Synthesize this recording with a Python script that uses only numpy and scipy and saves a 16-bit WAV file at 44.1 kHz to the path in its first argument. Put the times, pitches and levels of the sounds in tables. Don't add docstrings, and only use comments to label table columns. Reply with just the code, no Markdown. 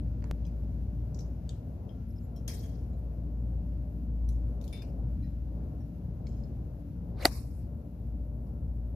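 import sys
import numpy as np
from scipy import signal
from scipy.fft import rfft, irfft, next_fast_len
from scipy.io import wavfile
from scipy.ndimage import uniform_filter1d

SR = 44100
rng = np.random.default_rng(int(sys.argv[2]) if len(sys.argv) > 2 else 0)


def convert_level_to_amplitude(level_db):
    exponent = np.asarray(level_db, float) / 20
    return 10 ** exponent


def generate_wav(signal):
    frames = np.transpose(np.atleast_2d(signal))
    scaled = np.clip(frames, -1, 1) * 32767
    pcm = np.round(scaled).astype(np.int16)
    wavfile.write(sys.argv[1], SR, pcm)


N = 394694
TIME = np.arange(N) / SR
LEFT_LAG_S = 0.00016

# f/Hz, left minus right/dB
PORTS = [(60, 2), (110, 1.5), (200, 3), (380, 1.5), (700, 9.5), (1290, 6), (2380, 3.5), (4400, 0.5),
         (8120, 11.5), (15000, -5)]
# t/s, level/dB, push width (4 sigma)/ms, face ring re mat thud/dB
BLOWS = [(7.2514, -19.5, 1, -28.5), (7.2531, -20, 0.9, -25), (7.2542, -18.5, 0.086, 20),
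         (7.2551, -10.5, 0.055, -17), (7.2581, -12.5, 1, -17), (7.2609, -17, 0.88, -19)]
IMPACT_S = BLOWS[2][0]


def shape(x, points, lead=((1, 0), (2, 0))):
    size = next_fast_len(x.shape[-1], True)
    hz = np.maximum(np.fft.rfftfreq(size, 1 / SR), 1)
    at, db = np.transpose(points)
    gain = convert_level_to_amplitude(np.interp(np.log(hz), np.log(at), db))
    turn = np.exp(1j * np.interp(hz, *np.transpose(lead)))
    return irfft(rfft(x, size) * gain * turn, size)[..., :x.shape[-1]]


def unit(x):
    return x / np.sqrt(np.mean(x ** 2))


def band(x, lo_hz, hi_hz, order=2):
    sos = signal.butter(order, [lo_hz, hi_hz], "band", fs=SR, output="sos")
    return signal.sosfilt(sos, x)


def fade(t, t60):
    return (t >= 0) * np.exp(-np.log(1000) * np.maximum(t, 0) / t60)


def walk(rate, size=N):
    k = int(SR / rate)
    held = np.repeat(rng.standard_normal(size // k + 1), k)
    return unit(uniform_filter1d(uniform_filter1d(held, k), k)[:size])


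def pan(db):
    return convert_level_to_amplitude(np.array([db / 2, -db / 2]))


def sides(x, points, lead=((1, 0), (2, 0))):
    at, db = np.transpose(points)
    return np.array([shape(x[0], np.c_[at, db / 2], lead), shape(x[1], np.c_[at, -db / 2])])


def add(out, s, x):
    i = int(round(s * SR))
    out[:, i:i + x.shape[1]] += x[:, :N - i]


def modes(t, table):
    return sum(convert_level_to_amplitude(db) * fade(t, t60) * np.sin(2 * np.pi * hz * t) for hz, db, t60 in table)


def patchy(x, db, rate):
    size = x.shape[-1]
    spec = rfft(x)
    at = 3 * np.log2(np.maximum(np.fft.rfftfreq(size, 1 / SR), 350) / 350)
    out = 0
    for k in range(19):
        part = irfft(spec * np.maximum(1 - abs(at - k), 0), size)
        out = out + part * convert_level_to_amplitude(db * walk(rate, size=size))
    return out


def drone():
    # t/s, level/dB
    drone_level = [(0.0, -34), (0.05, -35.5), (1.32, -36), (1.62, -44.5), (3.69, -34.5), (4.01, -38.5),
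                   (4.29, -32), (4.59, -36.5), (4.69, -44.5), (5.06, -33), (5.63, -39), (5.71, -47),
                   (6.33, -39.5), (6.86, -44), (6.9, -53.5), (7.3, -35.5), (7.85, -50), (8.2, -32.5),
                   (8.45, -39.5), (8.95, -37)]
    # multiple of the pitch, level/dB, waver/dB
    partials = [(0.616, -64.5, 2.5), (1.251, -47, 2), (2.017, -50.5, 2), (3.022, -57, 5.5), (3.998, -58, 4),
                (5.064, -64, 5), (10.37, -69, 3), (23.77, -90, 4), (23.9, -88.5, 4)]
    pitch_hz, pitch_stray_hz = 57.3, 0.297
    partial_stray_rad = 0.06
    phase = 2 * np.pi * np.cumsum(pitch_hz + pitch_stray_hz * walk(2)) / SR
    out = convert_level_to_amplitude(np.interp(TIME, *np.transpose(drone_level)) + 1.5 * walk(7)) * np.sin(phase)
    for k, order_db, waver_db in partials:
        strayed = phase + partial_stray_rad * walk(60)
        tone = np.sin(k * strayed + 2 * np.pi * rng.random())
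        out = out + convert_level_to_amplitude(order_db + waver_db * walk(8)) * tone
    late = np.roll(out, int(LEFT_LAG_S * SR))
    return np.sqrt(2) * np.array([late, out]) * pan(2.3)[:, None]


def background():
    # f/Hz, likeness -1..1 (clipped)
    likeness = [(60, 0.9), (130, 1), (290, 0.9), (640, 0.65), (1410, -0.23), (3100, -1.3), (6820, 0.19),
                (15000, 0.24)]
    # t/s, low rumble/dB, roar/dB
    traffic = [(0, -42, -58), (1.9, -45, -57.5), (4.3, -43, -58.5), (7.2, -44, -57), (7.8, -45, -59.5),
               (8.95, -44.5, -60)]
    # f/Hz, relative gain/dB
    rumble_colour = [(15, -65.5), (25, -33), (29, -20.5), (36, -16.5), (63, -7), (87, -5), (123, -8),
                     (175, -11), (195, -14), (281, -17), (384, -30), (413, -29), (596, -32), (1130, -49),
                     (2000, -65), (2600, -92), (4400, -120)]
    # f/Hz, relative gain/dB
    hiss_colour = [(880, -33), (1500, 2), (1830, -3), (2280, -3), (2460, -4), (2760, -2.5), (3130, -7.5),
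                   (4210, -8), (4900, -8), (6650, -11.5), (8610, -30), (9470, -22), (10700, -12.5),
                   (13900, -11.5), (14700, -17.5)]
    # t/s, level/dB
    low_hiss_level = [(0, -76.5), (3, -79.5), (6.4, -79.5), (6.9, -80.5), (7.8, -82.5), (8.95, -84)]
    top_hiss_db = -75.5
    at, alike = np.transpose(likeness)
    alike = np.clip(alike, -.999, .999)
    mid = shape(rng.standard_normal(N), np.c_[at, 10 * np.log10(1 + alike)])
    side = shape(rng.standard_normal(N), np.c_[at, 10 * np.log10(1 - alike)])
    lag = [(0, 0), (SR / 2, -np.pi * SR * LEFT_LAG_S)]
    far_noise = shape(sides(np.array([mid + side, mid - side]), PORTS, lag), rumble_colour)
    low = shape(far_noise, [(330, 0), (420, -62.5)])
    roar = far_noise - low
    hiss = shape(sides(rng.standard_normal((2, N)), PORTS), hiss_colour)
    low_hiss = shape(hiss, [(7000, -1.5), (9500, -61.0)])
    s, low_db, roar_db = np.transpose(traffic)
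    low_gain = convert_level_to_amplitude(np.interp(TIME, s, low_db) + 4.0 + 1.0 * walk(6))
    roar_gain = convert_level_to_amplitude(np.interp(TIME, s, roar_db) + 1.5 + 1.7 * walk(6))
    waver_db = 1.0 * np.array([walk(9.6), walk(13)])
    low_hiss_gain = convert_level_to_amplitude(np.interp(TIME, *np.transpose(low_hiss_level)) + waver_db)
    top_hiss_gain = convert_level_to_amplitude(top_hiss_db + 1.1 * walk(34))
    return (low_gain * unit(low) + roar_gain * unit(roar)
            + low_hiss_gain * unit(low_hiss) + top_hiss_gain * unit(hiss - low_hiss))


def thud_and_ring(t):
    # f/Hz, level/dB, t60/s
    mat_modes = [(110, -24, .03), (319.2, -19.5, 0.0087), (390, -17.5, 0.018), (640, -3.5, 0.018),
                 (770, -4, 0.016), (980, -22, 0.021), (1480, -8.5, 0.021), (1680, -10, 0.013),
                 (1950, -2.5, 0.011), (2580, -19, .02)]
    # f/Hz, level/dB, t60/s
    face_modes = [(3180, -21, 0.009), (4378, 3, 0.0037), (4650, -3.5, 0.0053), (4830, -26, 0.038),
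                  (7500, -11.5, 0.0067), (9400, -12.5, 0.0085), (10970, -12, 0.0036), (13490, -9, 0.0045)]
    face_rise_s = 0.0005
    return modes(t, mat_modes), modes(t, face_modes) * (1 - np.exp(-t / face_rise_s))


def set_down():
    # t/s, level/dB, left minus right/dB
    tap_list = [(0.225, -52.5, -14), (0.2417, -50.5, -23)]
    t, out = TIME[:SR // 4], np.zeros((2, N))
    thud, ring = thud_and_ring(t)
    for s, db, pan_db in tap_list:
        add(out, s, convert_level_to_amplitude(db) * pan(pan_db)[:, None] * (thud + convert_level_to_amplitude(-6) * ring) * fade(t, 0.011))
    return out


def clinks():
    # (f/Hz, level/dB)
    clink_list = [(0.2415, -55.5, 0.013, -18.5, -25, [(1000, 4.5), (1700, 0), (2780, -13), (4400, -11),
                  (5900, -11)]), (0.4515, -62.5, 0.056, 9, -25, [(3320, -1.5), (4020, -4), (4985, -5),
                  (6020, -2.5)]), (0.4655, -57.5, 0.093, 7, -16, [(2470, -10), (4995, -9), (6020, -9)]),
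                  (1.1455, -54, 0.04, -1, -15, [(5250, -10), (5740, 0.5), (6385, -13)]),
                  (1.19, -50, 0.081, 10, -23, [(2300, -21), (4005, -15), (5790, -1.5), (6300, -10)]),
                  (1.2072, -57.5, 0.083, -8, -14, [(3920, -13), (5395, -1), (5975, -9)]),
                  (1.4921, -47, 0.029, 7, -23, [(1700, -17), (3300, -18), (3680, 0), (4565, -4),
                  (6570, -1.5), (7770, -8)]), (1.507, -63, .06, 9.5, -30, [(3110, -2), (7780, 0)]),
                  (1.892, -63, 0.16, 13.5, -28, [(3230, -2.5), (5100, -11)]),
                  (2.3615, -57.5, .14, 3, -12, [(3220, -10), (4040, -12), (5480, -2.5), (6060, -17)]),
                  (2.932, -74.5, 0.12, 10, -16, [(2350, -2.5), (3970, -4), (6840, -3)]),
                  (4.2892, -56.5, 0.052, 4, -9.5, [(4150, -5.5), (5870, 0), (10200, -4), (10900, -10)]),
                  (4.613, -63, 0.03, 10.5, -2, [(2900, -6), (3670, -3), (5480, -4), (6320, -1),
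                  (7500, -7)]), (4.6405, -62.5, 0.05, -9, -1, [(2600, -10), (4340, -0.5), (5530, -7),
                  (6050, -8)]), (4.6785, -56.5, 0.025, 11, -3, [(3710, -5), (5440, -3), (6590, -5),
                  (7190, -5), (9055, -1)]), (4.728, -60.5, 0.31, -11.5, -7.5, [(2260, 2), (4110, -7),
                  (5040, -1)]), (4.8205, -55.5, 0.051, 4, -8.5, [(1790, -7), (2470, 3), (3550, -13),
                  (5020, 1.5), (5800, -7), (7000, -13), (13500, -18)]),
                  (5.227, -68, 0.27, 1, -22, [(2420, -4.5), (4040, -1)]),
                  (5.24, -71, 0.21, -8, -30, [(1905, 0), (5190, -4.5)]),
                  (5.805, -75.5, 0.27, -13, -18, [(1700, -4), (5580, -0.5), (9800, -10.5)]),
                  (6.2686, -52.5, 0.042, 2, -28, [(2230, -7), (3220, -13), (4340, -5), (5135, -2),
                  (6430, -13), (7100, -14)]), (6.4365, -66, 0.084, -10, -21, [(4300, -7), (5050, -1),
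                  (7130, -11)]), (8.469, -76.5, 0.013, 2, 0, [(5100, -1.5)])]
    ring_rough_db, ring_wander_rad = 2, 0.81
    click_db, click_t60_s = -2.5, 0.004
    tick_db, tick_t60_s = -4.5, 0.015
    tail_db, tail_t60_s = -7.5, 0.33
    tail_per_top = 0.4
    out, t = np.zeros((2, N)), TIME[:SR // 2]
    size = len(t)
    for s, db, t60, pan_db, top_db, tones in clink_list:
        noise = rng.standard_normal((2, size))
        noise = noise + 0.068 * noise[::-1]
        rings, broad = 0, 0
        for hz, ring_db in tones:
            gain = convert_level_to_amplitude(ring_db + ring_rough_db * walk(300, size=size)) * fade(t, t60)
            stray = ring_wander_rad * walk(400, size=size)
            rings = rings + gain * np.sin(2 * np.pi * hz * t + stray)
            broad = broad + convert_level_to_amplitude(ring_db) * unit(band(noise, 0.85 * hz, 1.155 * hz))
        top = convert_level_to_amplitude(top_db) * unit(band(noise, 9000, 14500, order=3))
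        tick = broad * convert_level_to_amplitude(tick_db) * fade(t, tick_t60_s) + top * fade(t, t60)
        tail = (broad + top) * convert_level_to_amplitude(tail_db + tail_per_top * top_db) * fade(t, tail_t60_s)
        click = unit(band(noise, .8 * tones[0][0], 1.15 * tones[-1][0]))
        click = convert_level_to_amplitude(click_db) * click * fade(t, click_t60_s)
        knock = rings + click + patchy(tick + tail, db=2.5, rate=150)
        add(out, s, convert_level_to_amplitude(db) * pan(pan_db)[:, None] * np.minimum(t / 0.00032, 1) * knock)
    return out


def pop():
    at_s, jump_db, fall_s = 0.31232, -23.5, 0.0064
    t = TIME - at_s
    return convert_level_to_amplitude(jump_db) / 2 * np.where(t >= 0, 1, -1) * np.exp(-np.abs(t) / fall_s)


def squeaks():
    # start/s, length/s, start f/Hz, end f/Hz, level/dB
    squeak_list = [(2.055, 0.1, 11300, 11300, -74), (2.103, .012, 5270, 5000, -72),
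                   (2.155, 0.022, 5000, 5200, -71), (2.179, .016, 5300, 4760, -65),
                   (2.215, 0.07, 11500, 11400, -75), (2.21, .07, 7100, 7300, -78)]
    out = np.zeros((2, N))
    for s, length, from_hz, to_hz, db in squeak_list:
        u = np.clip((TIME - s) / length, 0, 1)
        wobble = walk(500)
        hz = from_hz + (to_hz - from_hz) * u + 170 * wobble
        out += convert_level_to_amplitude(db + 3.3 * wobble) * np.sin(np.pi * u) * np.sin(2 * np.pi * np.cumsum(hz) / SR)
    return out


def neighbour():
    # t/s, level before an 11.5 dB cut/dB, t60/s, echo/dB, echo t60/s
    shot_list = [(2.4775, -31.5, 0.082, -6, 0.68)]
    # f/Hz, relative gain/dB
    shot_colour = [(410, -33), (700, -5), (882, -12), (977, -8), (1180, -11), (2140, -2), (3260, -14),
                   (3710, -5), (5310, 1.5), (7510, -8), (14100, -4), (15000, -21)]
    # f/Hz, level/dB, t60/s
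    clang_bands = [(3200, -21, 0.037), (5100, -6, .06), (5510, -6, .05), (6400, 6, 0.069),
                   (7800, -6, 0.043), (11800, -1, .03)]
    s, db, t60, echo_db, echo_t60 = shot_list[0]
    t, out = TIME[:SR], np.zeros((2, N))
    white = rng.standard_normal((2, len(t)))
    noise = patchy(unit(sides(shape(white, shot_colour), PORTS)), db=3.0, rate=111.4)
    clang = 0
    for hz, ring_db, ring_t60 in clang_bands:
        clang = clang + convert_level_to_amplitude(ring_db) * fade(t, ring_t60) * unit(band(white, .97 * hz, 1.03 * hz))
    rings = .5 * unit(band(white, 3210, 3290, order=1))
    rings = rings + 0.24 * unit(band(white, 6410, 6510, order=1))
    echo = noise * (1 + 0.59 * fade(t - .056, 0.1) + 0.5 * fade(t - .155, 0.36))
    echo = echo + rings * (.5 + fade(t - .155, 0.77))
    echo = echo * convert_level_to_amplitude(echo_db) * fade(t, echo_t60)
    crack = (noise + 0.5 * rings) * fade(t, t60)
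    add(out, s, convert_level_to_amplitude(db - 11.5) * np.minimum(t / .0015, 1) * (crack + 0.54 * clang + echo))
    return out


def shaft():
    # f/Hz, level/dB, t60/s
    shaft_modes = [(2280, -10, 0.23), (2400, -16, 0.29), (2650, -12, 0.35), (3580, -4, 0.99),
                   (3000, -25, 0.24), (4050, -21, .2), (4600, -16, .25), (5000, -25, .28),
                   (5500, -19, 0.19), (9500, -9, 0.2), (9750, -15, .2), (10200, -14, .2), (10800, -20, .08)]
    # t/s, level/dB, rings freely for/s, left minus right/dB
    knock_list = [(4.7273, -54, 0.098, 17)]
    rough_db_s = 0.5
    t, out = TIME[:SR // 2], np.zeros((2, N))
    size = len(t)
    for s, db, held, pan_db in knock_list:
        rattle = 0
        for mode in shaft_modes:
            chatter = np.array([walk(235, size=size), walk(230, size=size)])
            rattle = rattle + modes(t, [mode]) * convert_level_to_amplitude(rough_db_s / mode[2] * chatter)
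        noise = unit(band(rng.standard_normal((2, size)), 1300, 5600))
        rattle = rattle + convert_level_to_amplitude(-12) * fade(t, 0.74) * noise * convert_level_to_amplitude(2.5 * walk(150, size=size))
        damped = .7 * fade(t - held, 0.031) + .15 * fade(t - held, .2)
        add(out, s, convert_level_to_amplitude(db) * pan(pan_db)[:, None] * rattle * ((t < held) + damped))
    return out


def rustle():
    # centre f/Hz, width/Hz, level/dB
    cloth_bands = [(3200, 400, -9), (4300, 400, -7), (5040, 250, -2), (5500, 300, -5), (6360, 250, -4),
                   (7180, 350, -4), (5200, 5500, 2), (12000, 4000, -8)]
    start_s, t60_s, level_db = (6.258, 1.0, -67)  # start/s, t60/s, level/dB
    t, out = TIME[:SR // 2], np.zeros((2, N))
    noise = rng.standard_normal((2, len(t)))
    cloth = 0
    for hz, width, band_db in cloth_bands:
        flicker = convert_level_to_amplitude(band_db + 2.5 * walk(90, size=len(t)))
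        cloth = cloth + flicker * unit(band(noise, hz - width / 2, hz + width / 2))
    envelope = np.minimum(t / .015, 1) * fade(t, t60_s) * (1 - 2 * t)
    add(out, start_s, convert_level_to_amplitude(level_db) * envelope * unit(cloth))
    return out


def downswing():
    # t/s, level/dB
    swing_level = [(7.14, -81), (7.19, -57), (7.205, -51.5), (7.225, -43.5), (7.248, -44), (7.252, -28.5)]
    # f/Hz, relative gain/dB
    swish_colour = [(290, -34), (500, -1.5), (800, -6), (1350, -12.5), (1800, -17.5), (2130, -12.5),
                    (3270, -24.5), (3880, -16), (6760, -26.5), (11100, -26), (15000, -33.5)]
    # f/Hz, left minus right/dB
    swish_ports = [(300, 5), (1500, 0.5), (4400, -3.5), (8000, 10), (15000, 10.5)]
    # t/s, f/Hz, level/dB
    whistle_track = [(7.18, 900, -66), (7.205, 1480, -57), (7.225, 2160, -51), (7.25, 2300, -58)]
    treble_power = 1.5
    start_s = 7.0
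    t, out = TIME[:SR] + start_s, np.zeros((2, N))
    s, db = np.transpose(swing_level)
    noise = rng.standard_normal((2, SR))
    air = unit(sides(shape(noise + 0.4 * noise[::-1], swish_colour), swish_ports))
    air = patchy(air, db=3.5, rate=130)
    low = shape(air, [(5500, -0.5), (7000, -41.5)])
    level_db = np.interp(t, s, db, left=-120)
    down = low * convert_level_to_amplitude(level_db) + (air - low) * convert_level_to_amplitude(db[3] + treble_power * (level_db - db[3]))
    s, hz, db = np.transpose(whistle_track)
    tone_hz = np.interp(t, s, hz) + 220 * walk(500, size=SR)
    tone = np.sin(2 * np.pi * np.cumsum(tone_hz) / SR) * convert_level_to_amplitude(3.0 * walk(300, size=SR))
    down = down + tone * convert_level_to_amplitude(np.interp(t, s, db, left=-120)) * pan(-2.5)[:, None]
    add(out, start_s, down * ((t < IMPACT_S) + fade(t - IMPACT_S, 0.082)))
    return out


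def strike():
    # f/Hz, gain/dB; the mat's mirror thins 5 kHz
    strike_colour = [(350, 0), (480, -7), (700, 0), (1200, -4), (1500, 0), (2000, 1.5), (2300, -3.5),
                     (3200, 0.5), (4900, -2), (5250, -8), (6000, -3.5), (7500, -3.5), (9600, 0),
                     (13000, 1.5), (15000, 0)]
    # f/Hz, left minus right/dB
    strike_ports = [(60, -0.5), (300, 4), (620, 1), (1000, 1), (1350, 5), (1650, -6), (2000, 4.5),
                    (2500, -2), (3100, -2), (3800, 1), (4350, -2), (4850, -8), (5500, -5.5), (6500, 6.5),
                    (7500, 11), (8500, 11), (9700, 2), (11200, 16.5), (13000, 12.5), (15000, 9)]
    # f/Hz, left lead/rad
    strike_lead = [(0, 0), (300, -.15), (700, .2), (1100, -.3), (1500, -.9), (2000, .9), (2500, -1.2),
                   (3100, 0), (4400, -.4), (5500, 1.2), (7500, 0), (9700, -1.3), (15000, -.6)]
    # f/Hz, gain/dB
    turf_colour = [(700, -3), (1400, -0.5), (2500, 1), (3500, -0.5), (4800, -2), (5300, -8), (6900, -9),
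                   (7600, -4), (8900, -10), (9600, 1.5), (11000, -3), (15000, -5)]
    # f/Hz, left minus right/dB
    turf_ports = [(700, 4.5), (1400, 4), (2300, -0.5), (3300, 9.5), (4700, -3), (6500, 6.5), (8500, 10.5),
                  (15000, 10)]
    scrape_db, scrape_t60_s, scatter_db = -28, 0.046, 6.5
    graze_s, graze_db = 7.2515, -18
    start_s = 7.24
    t, out = TIME[:SR // 4], np.zeros((2, N))
    thud, ring = thud_and_ring(t)
    hit = 0
    for s, db, push_ms, face_db in BLOWS:
        push = np.exp(-.5 * ((t - s + start_s) / (push_ms / 4000)) ** 2)
        body = thud + convert_level_to_amplitude(face_db) * ring
        hit = hit + convert_level_to_amplitude(db) * signal.fftconvolve(push / push.sum(), body)[:len(t)]
    after = t - IMPACT_S + start_s
    grit = rng.standard_normal((2, len(t)))
    crack = band(grit + grit[::-1], 7000, 14500) * fade(after - .0003, .006)
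    graze = convert_level_to_amplitude(graze_db) * fade(t - graze_s + start_s, 0.022)
    scrape = patchy(band(grit, 700, 16000, order=1), db=scatter_db, rate=300)
    scrape = scrape * (fade(after, scrape_t60_s) + graze) + 7.1 * crack
    contact = shape(band([hit, hit], 70, .49 * SR), strike_colour)
    contact = sides(contact, strike_ports, strike_lead)
    add(out, start_s, contact + convert_level_to_amplitude(scrape_db) * sides(shape(scrape, turf_colour), turf_ports))
    return out


def wake():
    # t/s, mid/dB, treble/dB
    wake_level = [(7.275, -52, -53), (7.305, -57, -61.5), (7.322, -49.5, -54.5), (7.377, -56, -56),
                  (7.45, -69, -68.5), (7.58, -78, -71.5), (7.62, -77, -75.5), (7.68, -86, -90)]
    # f/Hz, relative gain/dB
    wake_colour = [(590, -29.5), (1000, 3), (1470, -11), (1670, -7), (2500, -4.5), (3290, -36),
                   (3600, -12.5), (4310, -2.5), (5470, -1), (6560, -14), (10800, -10), (14500, -14.5),
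                   (15000, -26)]
    tilt_s, tilt_width_s = 7.345, 0.02
    from_db, to_db, treble_pan_db = 9, -8, 11
    start_s = 7.0
    t, out = TIME[:SR] + start_s, np.zeros((2, N))
    s, mid_db, treble_db = np.transpose(wake_level)
    torn = patchy(shape(rng.standard_normal((2, SR)), wake_colour), db=2.0, rate=110)
    mid = shape(torn, [(6200, 2.0), (6800, -52.5)])
    mid_pan_db = from_db + (to_db - from_db) * (1 + np.tanh((t - tilt_s) / tilt_width_s)) / 2
    still_db = np.full(SR, treble_pan_db)
    for part, db, pan_db in ((mid, mid_db, mid_pan_db), (torn - mid, treble_db, still_db)):
        gain = convert_level_to_amplitude(np.interp(t, s, db, right=-120)) * (t > IMPACT_S)
        add(out, start_s, unit(part) * gain * pan(pan_db))
    return out


def scene():
    far = drone() + background() + clinks() + squeaks() + neighbour() + shaft()
    return far + set_down() + rustle() + downswing() + strike() + wake()


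def roll_off(x):
    return signal.sosfilt(signal.butter(12, 16030, fs=SR, output="sos"), x)


def record(dry):
    response = [(40, -2), (55, 0), (7000, -0.5), (8500, -3.5), (10000, -1.5),
                (14500, -2.0), (14800, -25.0), (16000, -30.5)]
    mix = shape(dry + pop(), response)
    return roll_off(mix)


dry = scene()
out = record(dry)
generate_wav(out)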